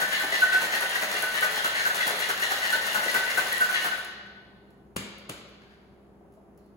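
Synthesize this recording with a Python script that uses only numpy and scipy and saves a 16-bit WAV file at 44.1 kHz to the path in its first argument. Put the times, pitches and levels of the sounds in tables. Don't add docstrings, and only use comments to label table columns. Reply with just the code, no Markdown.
import sys
import numpy as np
from scipy import signal
from scipy.fft import rfft, irfft, next_fast_len
from scipy.io import wavfile
from scipy.ndimage import map_coordinates

SR = 44100
rng = np.random.default_rng(int(sys.argv[2]) if len(sys.argv) > 2 else 0)


def log_audio(samples):
    frames = np.atleast_2d(samples).T
    limited = np.clip(frames, -1, 1)
    pcm = np.round(limited * 32767).astype(np.int16)
    wavfile.write(sys.argv[1], SR, pcm)


N = 298321
TOP_HZ = 15900

# start in seconds, then the levels in dB of the slam, the base ring and the wall slide.
STROKES = [(0.018, -32.5, -22, -24.5), (0.209, -29, -29.5, -28), (0.42, -30.5, -16, -27),
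           (0.615, -24.5, -37.5, -26.5), (0.813, -27.5, -31, -28), (1.018, -29.5, -41, -27.5),
           (1.227, -30.5, -23, -25.5), (1.427, -26, -20, -28.5), (1.644, -25.5, -22.5, -26),
           (1.853, -27.5, -21.5, -31), (2.069, -24, -25.5, -26.5), (2.291, -28, -25, -27),
           (2.509, -27.5, -26.5, -28), (2.729, -29, -21, -25.5), (2.947, -28, -24, -29.5),
           (3.145, -23, -20, -29.5), (3.375, -22, -21.5, -29), (3.605, -28, -18.5, -25.5),
           (3.846, -27, -25, -44.5)]


def amp(db):
    return np.exp(np.asarray(db) * (np.log(10) / 20))


def unit(x):
    return x / np.sqrt(np.mean(x ** 2) + 1e-20)


def along(points, hz):
    f, v = np.transpose(points)
    return np.interp(np.log(hz + 1), np.log(f + 1), v)


def clock(count=N):
    return np.arange(count) / SR


def fade(t, t60):
    return (t >= 0) * amp(-60 * np.maximum(t, 0) / t60)


def wobble(rate):
    coarse = np.linspace(0, N / SR, num=N // 64)
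    knots = rng.standard_normal(int(N * rate / SR) + 4)
    return np.interp(clock(), coarse, map_coordinates(knots, [coarse * rate]))


def filtered(x, response):
    m = next_fast_len(N + SR // 4)
    return irfft(rfft(x, m) * response(np.fft.rfftfreq(m, 1 / SR)), m)[..., :N]


def coloured(x, spectrum, size=2048):
    cepstrum = irfft(np.log(amp(along(spectrum, np.fft.rfftfreq(size, 1 / SR)))))
    cepstrum[1:size // 2] *= 2
    cepstrum[size // 2 + 1:] = 0
    pulse = irfft(np.exp(rfft(cepstrum)))
    return signal.oaconvolve(x, pulse / np.linalg.norm(pulse))[:N]


def spread(pair, hz):
    # frequency in Hz, likeness of left and right from -1 to 1.
    likeness = [(60, 0.56), (150, 0.86), (400, 0.72), (800, 0.56), (1300, 0.12), (3000, -0.0074),
                (6000, -0.29)]
    turn = np.arccos(np.clip(along(likeness, hz), -1, 1)) / 2
    mid, side = np.cos(turn) * pair[0], np.sin(turn) * pair[1]
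    return np.array([mid + side, mid - side])


def add(track, s, sound):
    start = int(np.clip(round(s * SR), 0, N - 1))
    track[start:start + len(sound)] += sound[:N - start]


def contacts(rate, scatter_db):
    where = np.flatnonzero(rng.random(N) < rate / SR)
    strength = amp(scatter_db * np.clip(rng.standard_normal(len(where)), -2.3, 2.3))
    hits = np.zeros(N)
    hits[where] = strength * rng.choice([-1, 1], len(where))
    return unit(hits)


def ringing(hits, modes, drift, flare_db):
    out = np.zeros(N)
    for hz, db, t60 in modes:
        turn, keep = 2 * np.pi * hz / SR, np.exp(-np.log(1000) / (abs(t60) * SR))
        poles = [1, -2 * keep * np.cos(turn), keep ** 2]
        ring = np.sqrt(2 * (1 - keep ** 2)) * signal.lfilter([1, -1], poles, hits)
        bent = np.interp(clock() + drift * wobble(12), clock(), ring)
        out += amp(db + flare_db * wobble(25.11)) * bent
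    return out / np.linalg.norm(amp([db for _, db, _ in modes]))


def room_tone():
    # frequency in Hz, level in dB.
    hum_tones = [(63, -67), (199.5, -61.5), (344.5, -70.5), (398.6, -66.5), (436, -75.5)]
    # frequency in Hz, relative level in dB.
    air_colour = [(15, -56), (25, -16), (53, -16.5), (172, -11), (212, -8), (250, -14.5), (404, -11.5),
                  (475, -19), (673, -18), (1810, -34.5), (4260, -52), (7280, -50.5), (10000, -49.5),
                  (13500, -51.5), (15000, -54.5)]
    size = next_fast_len(N)
    hz = np.fft.rfftfreq(size, 1 / SR)
    noise = spread(rfft(rng.standard_normal((2, size))), hz)
    air = irfft(noise * amp(along(air_colour, hz)), size)[:, :N]
    hum = np.zeros(N)
    for tone_hz, db in hum_tones:
        level = np.sqrt(2) * amp(db + 1.1 * wobble(3.3))
        hum += level * np.sin(2 * np.pi * tone_hz * clock() + 0.3 * wobble(4))
    return amp(-56) * unit(air) + hum * amp([[.2], [-.2]])


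def reverb(x, block=16384):
    # frequency in Hz, time to fall 60 dB in seconds.
    decay_times = [(100, 0.66), (300, 1.1), (700, 1.54), (1500, 1.34), (4500, 1.3), (8000, 0.5),
                   (15000, 0.33)]
    # frequency in Hz, level in dB.
    tail_colour = [(100, -10.5), (600, 2.5), (1600, 0.5), (4500, 4.5), (8000, -3.5), (15000, -8)]
    hz, t = np.fft.rfftfreq(256, 1 / SR)[:, None], np.arange(0, 1.1, 128 / SR)
    t60 = along(decay_times, hz)
    gain = amp(along(tail_colour, hz)) * np.sqrt(2 * np.log(1000) / (t60 * SR))
    early = amp(-5) * fade(t, t60=0.16)
    shape = gain * (fade(t, t60) + early)
    out = np.zeros((2, N))
    for start in range(0, N, block):
        noise = signal.stft(rng.standard_normal((2, (len(t) - 1) * 128)), nperseg=256)[2]
        tail = signal.istft(spread(noise, hz) * shape, nperseg=256)[1]
        for track, answer in zip(out, signal.fftconvolve(x[None, start:start + block], tail, axes=1)):
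            add(track, start / SR + .005, answer)
    return out


def steel_scrape():
    pressure = amp(np.interp(clock(), [6.55, 6.585, 6.63, 6.7, 6.76], [-130, -86, -83, -101.5, -99]))
    colour = [(800, -23), (2500, -7.5), (3300, -4.5), (4400, 11), (5800, -10.5), (10000, -7),
              (16000, -17.5)]
    return coloured(pressure * contacts(rate=1300, scatter_db=2), colour)


def ice_shift():
    # time in seconds, level in dB.
    pressure_curve = [(5.5, -110), (5.62, -65), (5.76, -69), (5.86, -75), (5.95, -80), (6.02, -100)]
    # frequency in Hz, level in dB, ring time in seconds.
    rubbed_modes = [(1570, 9.5, 0.0082), (2180, 1.5, .007), (3100, -9.5, .004), (4700, -10, 0.0066)]
    pressure = amp(np.interp(clock(), *np.transpose(pressure_curve)))
    friction = pressure * contacts(rate=700, scatter_db=5.5)
    return ringing(friction, rubbed_modes, drift=0.00037, flare_db=4.5)


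def small_ticks():
    # start in seconds, level in dB.
    cues = [(3.976, -35), (4.047, -35), (4.7048, -59), (5.182, -46.5), (5.4894, -56), (6.322, -61.5),
            (6.338, -62), (6.35, -65), (6.5758, -55), (6.6612, -64.5)]
    out, t = np.zeros(N), clock(SR // 8)
    for start, db in cues:
        add(out, start, amp(db - 4) * fade(t, t60=0.032) * rng.standard_normal(len(t)))
    return coloured(out, [(500, -25), (3000, -4), (6000, -4), (10000, 2), (15500, -1.5)])


def snap(smear_s, size=2048):
    hz = np.fft.rfftfreq(size, 1 / SR)
    delay = np.interp(hz, hz[::8], smear_s * rng.gamma(2, .5, len(hz[::8])))
    return irfft(np.exp(-2j * np.pi * np.cumsum(delay) * hz[1]))[:size // 2]


def tin_knocks():
    # start in seconds, crack in dB, thump in dB, thump pitch in Hz, ring in dB.
    cues = [(4.9637, -3.5, -26.5, 179.4, -39), (5.2943, -8.5, -36, 118, -49)]
    # frequency in Hz, level in dB, ring time in seconds.
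    tin_modes = [(70.4, -5.5, 0.31), (114, -2, 0.3), (203.6, -0.5, 0.6), (294, -5, 0.19), (420, -8, 0.25),
                 (540, -3, 0.075), (1085, -16, 0.2), (1233, -16, 0.39), (2190, -11, 0.7), (2326, -13, 0.69),
                 (2810, -14, 0.28), (3250, -26, 0.63), (3397, -22, 0.7), (3970, -22, 0.34),
                 (4600, -16, 0.25), (4716, -14, 0.4)]
    # frequency in Hz, relative level in dB.
    crack_colour = [(40, 6), (150, 11), (550, 7.5), (850, -2), (1350, 5.5), (1900, 1), (3000, 1.5),
                    (4500, -5), (5700, -9.5), (7500, 0), (11000, -5.5), (16000, -13)]
    cracks, body, t = np.zeros(N), np.zeros(N), clock(SR // 2)
    attack = 1 - np.exp(-t / 0.0025)
    for start, crack_db, thump_db, thump_hz, ring_db in cues:
        add(cracks, start - .003, amp(crack_db - 11.5) * snap(smear_s=0.0026))
        add(cracks, start - .0005, amp(crack_db + 1) * snap(smear_s=0.0036))
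        ring = np.zeros(len(t))
        for hz, db, t60 in tin_modes:
            envelope = amp(db + rng.normal(0, 1)) * fade(t, t60)
            jitter = 0.15 * np.cumsum(rng.standard_normal(len(t))) / SR
            ring += envelope * np.sin(2 * np.pi * hz * (t + jitter))
        thump = fade(t, t60=0.087) * np.sin(2 * np.pi * thump_hz * t)
        add(body, start, (amp(ring_db) * ring + amp(thump_db) * thump) * attack)
    return coloured(cracks, crack_colour) + body


def moving():
    return np.interp(clock(), [3.75, 4.074], [1, 0])


def blows(rows, rise, hold, t60):
    force, t = np.zeros(N), clock(SR // 3)
    envelope = (1 - np.exp(-t / rise)) * fade(np.maximum(t - hold, 0), t60)
    for start, db in rows:
        add(force, start - .003, amp(db) * envelope)
    return force


def pings(rows, rise, hold, t60, rough, bend):
    out, t = np.zeros(N), clock(SR // 5)
    envelope = np.sqrt(2) * (1 - np.exp(-t / rise)) * fade(np.maximum(t - hold, 0), t60)
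    for start, hz, db in rows:
        glide, *knots = rng.standard_normal(61)
        jitter = rough * np.interp(t, np.linspace(0, t[-1], num=len(knots)), knots)
        phase = 2 * np.pi * hz * t * (1 + glide * bend * t / 2)
        add(out, start, amp(db) * envelope * np.sin(phase + jitter))
    return out


def corner_clicks():
    # start in seconds, level in dB.
    cues = [(0.211, -28), (0.3063, -27.5), (0.408, -20.5), (0.809, -18.5), (1.2248, -14), (1.292, -24.5),
            (1.3289, -28), (1.411, -18.5), (1.88, -21.5), (2.0785, -15), (2.7277, -17), (3.041, -22),
            (3.1163, -19.5), (3.3762, -24.5), (3.5294, -16), (3.5824, -19), (3.6108, -19)]
    # frequency in Hz, relative level in dB.
    click_colour = [(500, -10.5), (3000, -12), (6000, -19), (9000, 7.5), (12000, 5), (16000, -3.5)]
    impulses = np.zeros(N)
    for start, db in cues:
        add(impulses, start, amp([db + 9]))
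    return coloured(impulses, click_colour)


def chip_clicks(hits):
    crossovers = [2500, 5000, 8000, 11500]
    # frequency in Hz, relative level in dB.
    chip_colour = [(30, -46.5), (100, -20.5), (400, -1.5), (700, 2.5), (1000, -2), (2000, 0), (4200, -3.5),
                   (5200, -7), (7500, -3), (10500, -3.5), (13000, -7), (16000, -5)]
    edges, out = [100, *crossovers, TOP_HZ], np.zeros(N)
    where = np.flatnonzero(hits)
    for band in zip(edges, edges[1:]):
        strength = unit(amp(1.5 * rng.standard_normal(len(where))))
        band_hits = np.zeros(N)
        band_hits[where] = hits[where] * strength * rng.choice([-1, 1], len(where))
        out += signal.sosfilt(signal.butter(2, band, 'bandpass', fs=SR, output='sos'), band_hits)
    return coloured(out, chip_colour)


def heavy_cubes():
    # start in seconds, pitch in Hz, level in dB.
    cues = [(0.016, 799, -36), (0.236, 843, -31), (0.324, 690, -36), (0.436, 710, -36), (0.544, 732, -35),
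            (0.632, 835, -38), (0.734, 692, -38), (0.828, 777, -37), (1.024, 612, -39), (1.141, 577, -36.5),
            (1.23, 649.3, -34.5), (1.449, 657, -40), (1.574, 840, -34.5), (1.645, 566, -36.5),
            (1.876, 807, -41), (1.964, 608, -39.5), (2.078, 770, -34), (2.106, 703, -35.5),
            (2.29, 640.3, -36), (2.51, 760, -35.5), (2.749, 618.3, -32), (2.955, 814, -39.5),
            (3.058, 618, -31.5), (3.199, 691.3, -38), (3.377, 738, -31), (3.611, 635, -37.5),
            (3.856, 688, -34.5), (6.21, 720, -58), (6.245, 558, -59), (6.372, 670, -53.5),
            (6.48, 420, -57.5)]
    # frequency in Hz, relative level in dB.
    clunk_colour = [(60, -27.5), (160, -10.5), (330, 1), (700, 1.5), (1100, -5), (2200, -27.5),
                    (6000, -46.5)]
    landing = blows([(start + 0.0024, db) for start, _, db in cues], rise=0.00098, hold=0.009, t60=0.057)
    clunks = coloured(landing * contacts(rate=2000, scatter_db=1), clunk_colour)
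    hollow = pings(cues, rise=0.0012, hold=0.006, t60=0.051, rough=0.8, bend=0.9)
    return amp(-5.5) * clunks + amp(-3.5) * hollow


def wall_ring(force):
    # frequency in Hz, level in dB, ring time in seconds.
    wall_modes = [(1705, -3, 0.013), (1884, -1, 0.026), (2053, -8, 0.018)]
    # start in seconds, pitch in Hz, level in dB.
    clinks = [(0.047, 1755, -27), (0.133, 1776, -27.5), (0.197, 1800, -29), (0.223, 1840, -33.5),
              (0.322, 1955, -22), (0.339, 1803, -23.5), (0.406, 1823, -30.5), (0.433, 1850, -35),
              (0.459, 1880, -32), (0.545, 2051, -34.5), (0.638, 1845, -27.5), (0.735, 1841, -23),
              (0.77, 1860, -28), (0.953, 1920, -27), (1.429, 1895, -27.5), (1.78, 1910, -30),
              (1.849, 1679, -28), (2.006, 1965, -25), (2.026, 1910, -26.5), (2.423, 1910, -24.5),
              (2.443, 1920, -34), (2.699, 1771, -26), (3.081, 1986, -24), (3.162, 1920, -29),
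              (3.284, 1970, -32), (3.522, 1890, -25.5), (3.542, 1930, -31), (3.738, 1970, -36.5),
              (3.76, 1965, -32)]
    rattle = ringing(force * contacts(rate=2500, scatter_db=2), wall_modes, drift=0.001813, flare_db=-.4)
    return rattle + pings(clinks, rise=0.0014, hold=0.0061, t60=0.039, rough=0.36, bend=0.31)


def base_ring():
    # frequency in Hz, level in dB, ring time in seconds.
    base_mode = [(1509.4, 0, 0.034)]
    # start in seconds, level in dB.
    late_cubes = [(0.478, -30), (0.522, -21.5), (0.548, -22.5), (1.268, -33), (1.3, -41.5), (1.59, -35.5),
                  (1.798, -32), (1.9, -27), (2.005, -29), (2.337, -36), (2.992, -32.5), (3.228, -28),
                  (3.304, -36), (3.455, -39.5), (3.684, -24), (3.885, -36), (3.917, -30), (3.976, -36),
                  (4.255, -44)]
    starts, _, base_db, _ = np.transpose(STROKES)
    force = blows([*zip(starts, base_db), *late_cubes], rise=0.0038, hold=0.02, t60=0.16)
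    force += amp(-41.5) * moving()
    lead = np.array([[.5], [-.5]]) * (2.33 + 0.88 * wobble(5.5))
    pitch_hz = base_mode[0][0] + 8 * wobble(9)
    phase = 2 * np.pi * np.cumsum(pitch_hz) / SR
    tone = unit(amp(2.2 * wobble(67)) * np.sin(phase + 0.66 * wobble(45) + lead))
    grit = ringing(force * contacts(rate=2500, scatter_db=-1), base_mode, drift=0.00039, flare_db=4.5)
    return amp(-3) * force * tone + amp(-13.5) * grit


def stroke_forces():
    stroke_s, slide_at = 0.19, 0.65
    starts, slam_db, _, slide_db = np.transpose(STROKES)
    index = np.arange(len(starts))
    turns = [starts[0] - stroke_s, *starts, starts[-1] + 2 * stroke_s]
    stroke = np.interp(clock(), turns, [-1, *index, len(starts) + 1])
    swell = lambda at, width: np.exp(-.5 * (((stroke - at + .5) % 1 - .5) / width) ** 2)
    slam = blows(zip(starts, slam_db), rise=0.00084, hold=0.02, t60=0.17)
    slide_level = amp(np.interp(stroke, index + slide_at, slide_db))
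    slide = slide_level * (swell(slide_at, width=0.13) + amp(-18.5))
    flight = swell(at=0.57, width=0.15)
    spray = amp(-1.5) * swell(at=0.011, width=0.15)
    shower = amp(-37) * (flight + spray + amp(-14.5))
    clumps = lambda: moving() * unit(amp(2.5 * wobble(45)))
    return slam, clumps() * slide, clumps() * shower


def shaken_ice():
    # start in seconds, level in dB.
    tumbles = [(0.152, -38.5), (0.325, -30), (0.352, -33), (0.412, -33), (0.86, -35.5), (0.917, -38),
               (1.567, -33.5), (1.646, -33), (1.798, -31), (2.008, -28), (2.029, -31.5), (2.426, -29),
               (2.503, -35), (2.729, -29), (2.876, -39.5), (2.947, -34.5), (3.093, -32), (3.168, -33.5),
               (3.378, -39), (3.4, -34.5), (3.525, -34.5)]
    # frequency in Hz, relative level in dB.
    thud_colour = [(25, -56.5), (60, -28), (160, -7.5), (330, -8.5), (640, -0.5), (820, -3), (1000, -2),
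                   (1350, 2), (2200, -2.5), (4200, -21.5), (5500, -18.5), (16000, -12)]
    # frequency in Hz, level in dB, ring time in seconds.
    shell_modes = [(2882, 0.5, 0.018), (3347, -2, 0.013), (3700, -1.5, 0.0023), (4120, -2.5, 0.0086),
                   (6200, -12, 0.027)]
    slam, slide, shower = stroke_forces()
    chips = shower * contacts(rate=800, scatter_db=0)
    tumble = blows(tumbles, rise=0.00073, hold=0.011, t60=0.097) * contacts(rate=1500, scatter_db=2)
    thud_hits = (amp(-9.5) * slam + amp(-5) * shower) * contacts(rate=1300, scatter_db=2)
    body = coloured(thud_hits, thud_colour) + heavy_cubes()
    slam_hits = slam * contacts(rate=700, scatter_db=0)
    clicks = chip_clicks(amp(-1.5) * chips + amp(-11) * slam_hits + amp(-16) * tumble)
    load_hits = (amp(-13.5) * slide + amp(-20) * slam) * contacts(rate=800, scatter_db=2.5)
    shell_hits = load_hits + amp(-12.5) * chips + amp(-6) * tumble
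    shell = ringing(shell_hits, shell_modes, drift=0.0016, flare_db=2)
    wall = wall_ring(amp(-5.5) * slide + amp(-13.5) * slam)
    return body + clicks + shell + wall + corner_clicks()


def scene():
    # frequency in Hz, left minus right in dB.
    pan = [(100, 2), (300, 1), (650, 9), (1100, 7), (1500, 5.5), (2000, 4), (3000, 3.5), (4200, 1),
           (5300, -6.5), (7000, 1)]
    # frequency in Hz, lead of the left in radians.
    lead = [(100, 0), (400, .35), (900, .6), (1200, 1.2), (1500, 3), (2000, 4.2), (2600, 4.3), (2900, 8.3),
            (3500, 9.1), (4200, 12), (5500, 13)]
    tin = shaken_ice() + tin_knocks() + small_ticks() + ice_shift() + steel_scrape()
    base = base_ring()
    sides = np.array([[1], [-1]]) / 2
    direct = filtered(tin, lambda hz: amp(sides * along(pan, hz)) * np.exp(1j * sides * along(lead, hz)))
    wet = reverb(tin + amp(-9) * base[0])
    lingering = fade(clock(), t60=1.0) * np.roll(wet, -round(0.81 * SR), axis=1)
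    return direct + base * amp(sides * 1.3) + (wet + lingering) * amp(sides * 1.2) + room_tone()


def record(dry):
    merge = lambda hz: np.clip((hz - 5600) / 1600, 0, 1) * np.pi / 2
    advance = lambda hz: -np.exp(2j * np.pi * (hz - 8520) / 4900)
    right = filtered(dry[1], lambda hz: np.cos(merge(hz)))
    right += filtered(dry[0], lambda hz: np.sin(merge(hz)) * advance(hz))
    low_cut = lambda hz: hz ** 3 / np.hypot(hz ** 3, 37.2 ** 3)
    high_cut = lambda hz: np.clip((TOP_HZ - hz) / 200 + .5, 0, 1)
    return filtered(np.array([dry[0], right]), lambda hz: low_cut(hz) * high_cut(hz))


dry = scene()
out = record(dry)
log_audio(out)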